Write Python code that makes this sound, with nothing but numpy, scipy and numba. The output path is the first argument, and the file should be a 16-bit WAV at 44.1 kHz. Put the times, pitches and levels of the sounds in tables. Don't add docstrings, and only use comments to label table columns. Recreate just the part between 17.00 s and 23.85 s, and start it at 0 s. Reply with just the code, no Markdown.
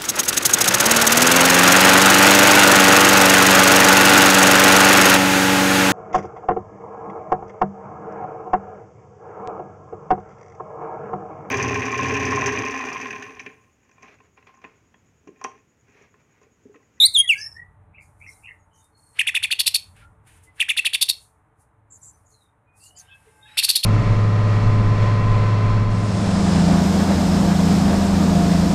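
import sys
import numpy as np
from scipy import signal
from scipy.fft import rfft, irfft, next_fast_len
from scipy.io import wavfile
from scipy.ndimage import uniform_filter1d, map_coordinates
from numba import njit

SR = 44100
rng = np.random.default_rng(int(sys.argv[2]) if len(sys.argv) > 2 else 0)


def makeup_ratio(level_db):
    decades = np.asarray(level_db, float) / 20
    return 10 ** decades


def output_pcm(signal):
    pcm = np.clip(np.atleast_2d(signal).T, -1, 1) * 32767
    wavfile.write(sys.argv[1], SR, np.round(pcm).astype(np.int16))


N = 302085
T = np.arange(N) / SR


def colour(x, points):
    hz, db = np.transpose(points)
    size = next_fast_len(len(x))
    bins = np.maximum(np.arange(size // 2 + 1) * SR / size, 1)
    gain = makeup_ratio(np.interp(np.log(bins), np.log(hz), db))
    return irfft(rfft(x, size) * gain, size)[:len(x)]


def unit(x):
    return x / np.sqrt(np.mean(x ** 2))


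def noise(points, size=N):
    return colour(rng.standard_normal(size), points)


def walk(rate_hz, size=N):
    hold = int(SR / rate_hz) + 1
    steps = np.repeat(rng.standard_normal(size // hold + 2), hold)
    return unit(uniform_filter1d(uniform_filter1d(steps, hold), hold)[:size])


def add(out, s, hz, partials, edge_s):
    i = int(s * SR)
    size = min(len(hz), N - i)
    phase = 2 * np.pi * (np.cumsum(hz) / SR + rng.random())
    from_start = np.arange(len(hz)) + i * (i == 0)
    to_end = np.arange(len(hz))[::-1]
    fade = np.clip(np.minimum(from_start, to_end) / (edge_s * SR), 0, 1)
    tone = 0
    for k, gain in enumerate(partials, 1):
        tone = tone + gain * np.sin(k * phase) * (k * hz < .45 * SR)
    out[i:i + size] += (np.sqrt(2) * tone * fade)[:size]


def read(table):
    s, *columns = np.transpose(table)
    t = np.arange(s[0], s[-1], 1 / SR)
    return t, [np.interp(t, s, c) for c in columns]


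def bursts(table):
    total = 0
    for s, hold_s, db, fade in table:
        opening = 799.5 * np.maximum(s - T, 0)
        fading = fade * np.maximum(T - s - hold_s, 0)
        total = total + makeup_ratio(db - opening - fading)
    return total


# (time [s], pitch [Hz], level [dB], second partial [dB], third partial [dB])
WHISTLE_PATHS = [
    [(0, 3658, -11, -39.5, -34), (.025, 3653, -9.5, -33, -26), (.048, 3982, -8, -29, -39.5),
     (.061, 4459, -14, -10.5, -24.5), (.071, 4807, -21, -23, -36)],
    [(.134, 4271, -47.5, -41, -61), (.142, 4100, -31.5, -35.5, -42), (.152, 3724, -16, -36.5, -51),
     (.166, 3440, -10, -31.5, -45), (.176, 3212, -15, -41.5, -21), (.19, 3257, -17.5, -37.5, -14),
     (.204, 3263, -8.5, -34, -16), (.214, 3254, -16, -42.5, -30), (.226, 3323, -32.5, -60.5, -48)],
    [(.274, 3424, -32.5, -52, -49.5), (.28, 3369, -23, -51, -43), (.2895, 3340, -30, -46, -40),
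     (.293, 2944, -13.5, -55, -33), (.304, 2694, -7.5, -44, -35.5), (.313, 2622, -15, -46, -40),
     (.32, 2423, -15.5, -52.5, -52.5), (.335, 2189, -18, -51.5, -47), (.350, 2165, -28.5, -59.5, -63.5)],
]
# (end [s], rate [Hz], pitch depth [0-1], level depth [0-1])
WHISTLE_FLUTTER = (0.054, 170, 0.035, 0.14)


def whistles():
    out = np.zeros(N)
    end_s, rate_hz, depth, throb = WHISTLE_FLUTTER
    for path in WHISTLE_PATHS:
        t, (hz, *dbs) = read(path)
        size = len(t)
        wave = np.sin(2 * np.pi * rate_hz * (t - .0015)) * np.clip((end_s - t) / 0.011, 0, 1)
        hz = uniform_filter1d(hz, 150, mode="nearest")
        hz = hz * (1 + depth * wave + 0.0024 * walk(300, size))
        lower = [makeup_ratio(db) * (1 + throb * wave + 0.13 * k * walk(500, size)) for k, db in enumerate(dbs, 1)]
        upper = [makeup_ratio(dbs[2] + below_db) * walk(600, size) for below_db in (-27, -9.5, -8.5)]
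        add(out, t[0], hz, lower + upper, .003)
        i = int(t[0] * SR)
        out[i:i + size] += makeup_ratio(dbs[0] - 18) * noise(HISS_COLOUR, size)
    return out


CHATTER_PARTIALS = (-2, -26.5, -19, -28.5, -28, -27.5)


def sweep(out, s, top_hz, start_hz, end_hz, rise_s, fall_s, db):
    t = np.arange(-rise_s, fall_s, 1 / SR)
    size = len(t)
    rough = np.clip((top_hz - 2900) / 2800, .05, 1)
    bent = np.where(t > 0, fall_s * (np.abs(t) / fall_s) ** .8, t)
    hz = np.exp(np.interp(bent, [-rise_s, 0, fall_s], np.log([start_hz, top_hz, end_hz])))
    hz = uniform_filter1d(hz, 90) * (1 + 0.054 * rough * walk(900, size))
    swell_db = np.interp(t, [-rise_s, -.3 * rise_s, 0.58 * fall_s, fall_s],
                         [-14 - 5 * rough, -2 + 0.96 * rough, -6 * rough ** 2, -5 - 18 * rough])
    swell = makeup_ratio(db + swell_db + 3.8 * np.tanh(walk(350, size)))
    steady = [1 - 0.13 * rough] + [0.5 * (1 - rough)] * (len(CHATTER_PARTIALS) - 1)
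    rattle = [c + np.sqrt(1 - c * c) * walk(3000, size) for c in steady]
    add(out, s - rise_s, hz, [swell * r * makeup_ratio(p) for r, p in zip(rattle, CHATTER_PARTIALS)], 0.0035)
    after = T - s + rise_s
    opening = np.clip(after / (0.8 * rise_s), 0, 1) ** 2
    closing = np.clip((rise_s + 0.02774 - after) / 0.021, 0, 1) ** 2.1
    return opening * closing * makeup_ratio(db - 17.5 + 27.52 * rough)


# (time at the top [s], top [Hz], start [Hz], level [dB])
CHATTER_NOTES = [(2.198, 3357, 1253, -10), (2.278, 3600, 1187, -11.5), (2.357, 3948, 1198, -11.5),
                 (2.438, 4180, 1208, -12.5), (2.519, 4490, 1210, -12.5), (2.6, 5373, 2012, -13),
                 (2.671, 5500, 2185, -11.5), (2.751, 5687, 2310, -15), (3.608, 3700, 1203, -12.5),
                 (3.697, 3700, 1189, -10.5), (3.779, 4200, 1194, -11), (3.860, 4300, 1210, -10.5),
                 (3.943, 4600, 1333, -12), (4.021, 5375, 2031, -11), (4.095, 5746, 2278, -14),
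                 (6.586, 5270, 1274, -11), (6.641, 5811, 1300, -13), (6.699, 5834, 1090, -13),
                 (6.761, 5600, 2345, -14), (6.841, 5500, 2203, -14)]
CHATTER_FALLS = (.022, .022, .019, 0.015, 0.015, 0.012, .011, .011, 0.025, .021, .016, 0.016, 0.015, 0.0096,
                 .011, .011, .011, .011, .011, .011)
# (first pitch [Hz], last pitch [Hz], length [s], level [dB])
CHATTER_TRAILS = [(2969, 2200, .016, -18), (2895, 2400, 0.016, -20), (2949.4, 2300, .015, -15.5),
                  (2779.8, 2200, .013, -16), (3000, 2600, 0.0089, -16), (4300, 2300, 0.0095, -20),
                  (4300, 2500, .011, -19.5), (4469.5, 2700, 0.013, -26), (2950, 2200, 0.02, -19.5),
                  (2927.5, 2200, 0.017, -17.5), (2868, 2500, 0.013, -13.5), (2875, 2300, 0.0121, -15),
                  (3700, 2300, 0.00852, -17), (4496.4, 2400, 0.0097, -22), (4000, 3500, 0.012866, -15.5),
                  (4100, 2100, .011, -18), (4457.6, 3300, 0.01, -24.5), (4470, 2300, .011, -23),
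                  (4200, 3600, .009, -20.5), (4500, 2500, .011, -22)]
# (frequency [Hz], level [dB])
THROAT_COLOUR = [(300, -25.5), (1000, -11), (1700, -10.5), (2250, -2.5), (2750, -0.5), (3300, -3.5),
                 (4550, -3), (5150, -12), (5500, -5.5), (7000, -8), (9700, 1.5), (12000, -5.5),
                 (14500, -13)]


def chatter():
    relaxed_hz, strained_hz = 3700, 5500
    out, easy_rasp, forced_rasp = np.zeros(N), np.zeros(N), np.zeros(N)
    for note, fall_s, trail in zip(CHATTER_NOTES, CHATTER_FALLS, CHATTER_TRAILS):
        s, top_hz, start_hz, db = note
        trail_hz, end_hz, trail_s, trail_db = trail
        strain = np.clip((top_hz - relaxed_hz) / (strained_hz - relaxed_hz), 0, 1)
        rise_s = .005 + .006 * np.log2(top_hz / start_hz)
        rasp = sweep(out, s, top_hz, start_hz, 1600, rise_s, fall_s, db)
        easy_rasp += np.sqrt(1 - strain) * rasp
        forced_rasp += np.sqrt(strain) * rasp
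        sweep(out, s + 0.011, trail_hz, 0.73 * trail_hz, end_hz, 0.0021, trail_s, trail_db)
    forced_noise = noise([(1500, -19.5), (3000, -17), (3700, 2), (4300, 7), (5200, 1.5), (6000, -7.0),
                          (14000, -4)])
    easy_noise = noise([(1500, -10), (2600, -7), (3500, 15.5), (4300, -9), (6000, -6.5), (10000, 0.5),
                        (14000, -15.5)])
    rasps = (easy_rasp * easy_noise + forced_rasp * forced_noise) * makeup_ratio(4.7 * np.tanh(walk(400)))
    voice = colour(out + rasps, THROAT_COLOUR)
    comb_hz = 893
    echo = map_coordinates(colour(voice, [(6000, -4), (9000, -7)]), [np.arange(N) - SR / comb_hz])
    return makeup_ratio(-1.5) * (voice + makeup_ratio(-8) * echo)


# (time [s], peak level [dB])
OVERLOADS = [(0.046, -38), (4.021, -40.5), (4.097, -38), (6.584, -40), (6.641, -37), (6.696, -41),
             (6.758, -44.5)]


def pops():
    clicks = sum(makeup_ratio(db + 4.5) * np.exp(-((T - s) / .00025) ** 2) for s, db in OVERLOADS)
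    return colour(clicks, [(60, -25), (200, -1.5), (2000, 0.5)])


# (time [s], hold [s], level [dB], release [dB/s])
CAGE_RUSTLES = [(2.172, 0.014, -47, 299), (2.965, 0.0714, -58.5, 500), (3.587, .02, -50.5, 300),
                (6.26, 0.023, -72.5, 152.5), (3.275, 0.027, -59.5, 75), (5.975, 0.055, -66, 25),
                (6.49, 0.13, -55, 202.5)]


def rustle():
    brush = unit(noise([(900, -14.5), (1500, 1.0), (2600, 1.0), (5500, -17), (7500, -38)]))
    return brush * bursts(CAGE_RUSTLES)


# (time [s], hold [s], level [dB], release [dB/s])
HISS_STIRS = [(.048, .02, -42, 499.5), (.075, .04, -55, 198), (.35, 0.046, -57.5, 124.5),
              (.45, 0.135, -79, 502.5), (1.022, 0.0097, -69, 109.5), (1.2, 0.092, -74.5, 94),
              (1.3, 0.007, -60, 91), (1.756, 0.096, -72.5, 189.5), (1.98, 0.175, -70.5, 99.5),
              (2.17, .03, -67, 298), (2.75, 0.0816, -62.5, 100), (2.988, 0.01066, -72.5, 152.5),
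              (3.274, 0.106, -65.5, 402), (3.44, 0.011, -62, 372), (3.565, .05, -67, 300.5),
              (4.15, 0.087, -61.5, 183), (4.6, 0.0204, -69.5, 349), (4.93, 0.063, -69.5, 200.5),
              (5.04, 0.0097, -63.5, 86.5), (5.3, 0.13, -75, 220), (5.775, 0.0352, -63.5, 200.5),
              (5.84, 0.016, -57.5, 180), (5.99, 0.00756, -56.5, 270), (6.15, 0.69, -71.5, 201.5)]
# (time [s], peak level [dB])
CLAW_TICKS = [(1.8422, -47.5), (2.9642, -46), (3.2725, -46), (3.4347, -43.5), (5.0544, -54.5)]
# (frequency [Hz], level [dB per Hz])
HISS_COLOUR = [(2650, -36.5), (4500, -19), (5340, -17), (6520, -10), (7740, -8.5), (8920, -2), (10200, -4),
               (11100, -12.5), (14500, -19.5)]


def hiss_and_claws():
    hiss = unit(noise(HISS_COLOUR)) * makeup_ratio(3.5 + 0.75 * walk(25))
    claws = sum(makeup_ratio(db - 19.5) * (T > s) * np.exp(-np.abs(T - s) / 0.008) for s, db in CLAW_TICKS)
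    return hiss * (bursts(HISS_STIRS) + makeup_ratio(-92.5) + claws)


# (time [s], length [s], first pitch
# [Hz], last pitch [Hz], level [dB])
FAR_CLEAR_NOTES = [(1.775, 0.107, 3680, 3680, -76), (6.27, 0.23, 2083, 2100, -77),
                   (1.92, 0.48, 4304, 4330, -76), (1.99, 0.188, 9010, 8450, -74.5),
                   (3.02, 0.061, 1388, 1390, -52), (3.465, 0.078, 2020, 2030, -67),
                   (5.0, 0.19, 5890, 6120, -75), (5.649, .16, 2453, 2504, -77.5),
                   (5.98, 0.044, 12380, 12200, -74), (6.092, 0.092, 2577, 2610, -61),
                   (6.31, 0.21, 870, 852, -71), (6.41, 0.35, 3585, 4090, -62)]
FAR_WARBLES = [(0, 0.087, 2480, 2024, -47.5), (.166, 0.1184, 2427, 1890, -49),
               (.345, 0.1447, 1533, 1867, -50), (.541, 0.1114, 1730, 1986, -51),
               (.36, 0.0885, 4750, 4813, -53.5), (.395, 0.0825, 5245, 5297, -44.5),
               (.425, 0.0745, 5316, 5445, -44), (.47, 0.1186, 5380, 5417, -56.5),
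               (.395, 0.101, 10510, 11050, -62.5), (1.306, 0.084, 4000, 3958, -79.5),
               (1.582, 0.0907, 6890, 6610, -82.5), (1.707, 0.13, 2982, 3066, -78.5),
               (6.04, 0.085, 3604, 3674, -76), (6.42, .08, 3423, 3330, -67.5),
               (5.31, 0.15, 4480, 3775, -74), (5.396, 0.129, 3720, 3713, -80.5),
               (5.792, 0.212, 2604, 3085, -69), (6.067, 0.108, 1520, 1640, -65.5),
               (5.916, 0.097, 712, 727, -70.5), (6.438, 0.099, 1679, 1748, -64.5),
               (6.453, 0.071, 2645, 2590, -62)]
FAR_CHIRPS = [(.37, 0.0925, 5800, 6200, -51), (.93, 0.0765, 2274, 2712, -59.5),
              (.965, 0.0815, 2397, 2214, -56), (1.2, 0.0815, 2254, 2605, -52.5),
              (1.257, 0.061, 1960, 2144, -51), (1.422, 0.089, 2477, 2663, -51.5),
              (1.465, 0.072, 2077, 2056, -50.5), (1.0, 0.095, 7060, 6730, -76),
              (1.0, .08, 4893, 4790, -82.5), (1.262, 0.094, 5618, 5797, -64.5),
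              (1.728, 0.107, 6635, 6440, -71), (4.9, 0.0858, 7584, 7386, -54),
              (5.013, 0.1108, 7880, 7110, -53), (5.248, .13, 7022, 6420, -70),
              (5.787, 0.126, 4810, 4345, -67), (5.8, 0.1154, 8680, 6820, -61.5),
              (5.949, 0.084, 4905, 4580, -64), (5.958, 0.069, 7290, 6270, -52),
              (6.069, 0.091, 2990, 3332, -61), (.144, .028, 10390, 10100, -43),
              (6.245, .06, 505, 431, -62.5)]


def neighbours():
    out = np.zeros(N)
    kinds = [(FAR_CLEAR_NOTES, 0.016, 1.02), (FAR_WARBLES, 0.043, 0.79), (FAR_CHIRPS, .12, 0.62)]
    for notes, blur, steady in kinds:
        for s, length_s, first_hz, last_hz, db in notes:
            share = np.arange(0, 1, 1 / (length_s * SR))
            size, blur_hz = len(share), blur * first_hz
            swell = makeup_ratio(db - 20 * np.abs(share - .3) ** 2.9) * (steady + walk(2.0 * blur_hz, size))
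            glide_hz = first_hz + (last_hz - first_hz) * share ** 0.66
            add(out, s, glide_hz + 0.23 * blur_hz * walk(65, size), [swell], .02)
    return out


# (time [s], level [dB])
HORN_SWELL = [(5.98, -75.5), (6.1, -72.5), (6.3, -75.5), (6.45, -75), (6.6, -59.5)]
HORN_PARTIALS = (-21, -27.5, -3.5, -6.5, -8, -25, -17, -20.5, -26, -15, -25, -30.5, -24.5, -17.5, -16, -20,
                 -23.5, -18, -18.5, -16.5, -23.5, -18)


def horn():
    out = np.zeros(N)
    t, (db,) = read(HORN_SWELL)
    partials = [makeup_ratio(db + p + 4.9 * walk(15.81, len(t))) for p in HORN_PARTIALS]
    add(out, t[0], np.full(len(t), 526.0), partials, .02)
    return out


# (frequency [Hz], level [dB per Hz])
TOWN_COLOUR = [(94, -39.5), (160, -10.5), (293, -3), (374, -20.5), (433, -2.5), (516, -13), (552, -5),
               (685, -7), (753, -2), (1170, -5), (2100, -16), (2970, -29.5), (4000, -35), (5200, -68.5),
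               (8800, -120)]
# (frequency [Hz], width [Hz], level [dB])
TOWN_HUMS = [(319.3, 93, -11), (440.6, 41, -9.5), (590, 37, -13.5), (890, 32, -8.5)]


def town():
    s, db, _ = np.transpose(TRAFFIC_PASSES)
    traffic_db = np.interp(T, s, db)
    murmur = unit(noise(TOWN_COLOUR)) * makeup_ratio(0.37 * walk(3.7))
    for hz, width_hz, db in TOWN_HUMS:
        murmur += makeup_ratio(db + 1.9 * walk(3.4)) * walk(width_hz) * np.sin(2 * np.pi * hz * T)
    return murmur * makeup_ratio(-65 + 0.29 * (traffic_db - traffic_db.mean()))


# (time [s], level [dB], engine note [Hz])
TRAFFIC_PASSES = [(0, -53.5, 92.32), (.25, -59.5, 90.99), (0.611, -54.5, 92.05), (1.39, -57.5, 92.05),
                  (1.9, -65.5, 91.61), (2.361, -57, 100.6), (2.8, -60, 93.28), (2.92, -52, 89.35),
                  (3.45, -58, 88.41), (3.6, -63.5, 92.26), (4.4, -64, 104.7), (4.75, -63.5, 107.1),
                  (5.13, -59, 107.8), (5.42, -67, 110), (5.65, -64, 111), (5.93, -63, 86.23),
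                  (6.45, -61, 112.2), (6.85, -65.5, 106.4)]
# (frequency [Hz], level [dB per Hz])
RUMBLE_COLOUR = [(18, -40.5), (30, -11), (97, 1.5), (220, -16.5), (290, -53.5), (480, -120)]


def traffic():
    s, *columns = np.transpose(TRAFFIC_PASSES)
    level_db, engine_hz = (np.interp(T, s, c) for c in columns)
    engine = np.sin(2 * np.pi * np.cumsum(engine_hz) / SR) * makeup_ratio(2 * walk(9.9))
    return (unit(noise(RUMBLE_COLOUR)) + engine * makeup_ratio(-3.0)) * makeup_ratio(level_db)


@njit
def walls(x, lags, gain, damp):
    line, soft, out = np.zeros((8, 4096)), np.zeros(8), np.zeros(len(x))
    for i in range(len(x)):
        total = 0.
        for k in range(8):
            soft[k] += (1 - damp) * (gain[k] * line[k, (i - lags[k]) & 4095] - soft[k])
            total += soft[k]
        out[i] = total
        for k in range(8):
            line[k, i & 4095] = x[i] + soft[k] - total / 4
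    return out


def space(x, t60_s, damp):
    lags = rng.integers(250, 1900, 8)
    return walls(x + 1e-18, lags, makeup_ratio(-60 * lags / SR / t60_s), np.clip(damp, 0, .9)) / 2


def scene():
    bird, far = whistles() + chatter(), neighbours() + horn()
    to_wall = makeup_ratio(5.5 * (T > 6.5))
    porch = makeup_ratio(-14.5) * space(bird * to_wall, t60_s=0.2369, damp=0.34)
    yard = makeup_ratio(-7.5) * space(far, t60_s=0.4, damp=0.68)
    near = bird + porch + pops() + rustle() + hiss_and_claws()
    return (near + makeup_ratio(4.5) * far + yard + town() + traffic())[None]


def top_cut(x):
    return signal.sosfilt(signal.butter(12, 14610, fs=SR, output="sos"), x)


def record(dry):
    low_pass = signal.ellip(10, .3, 72, 14250, fs=SR, output="sos")
    shaved = colour(.8 * np.tanh(dry[0] / .8) - dry[0], [(500, -30), (1500, 0), (14000, 0)])
    mix = signal.sosfilt(low_pass, dry + shaved)
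    return top_cut(mix)


dry = scene()
out = record(dry)
output_pcm(out)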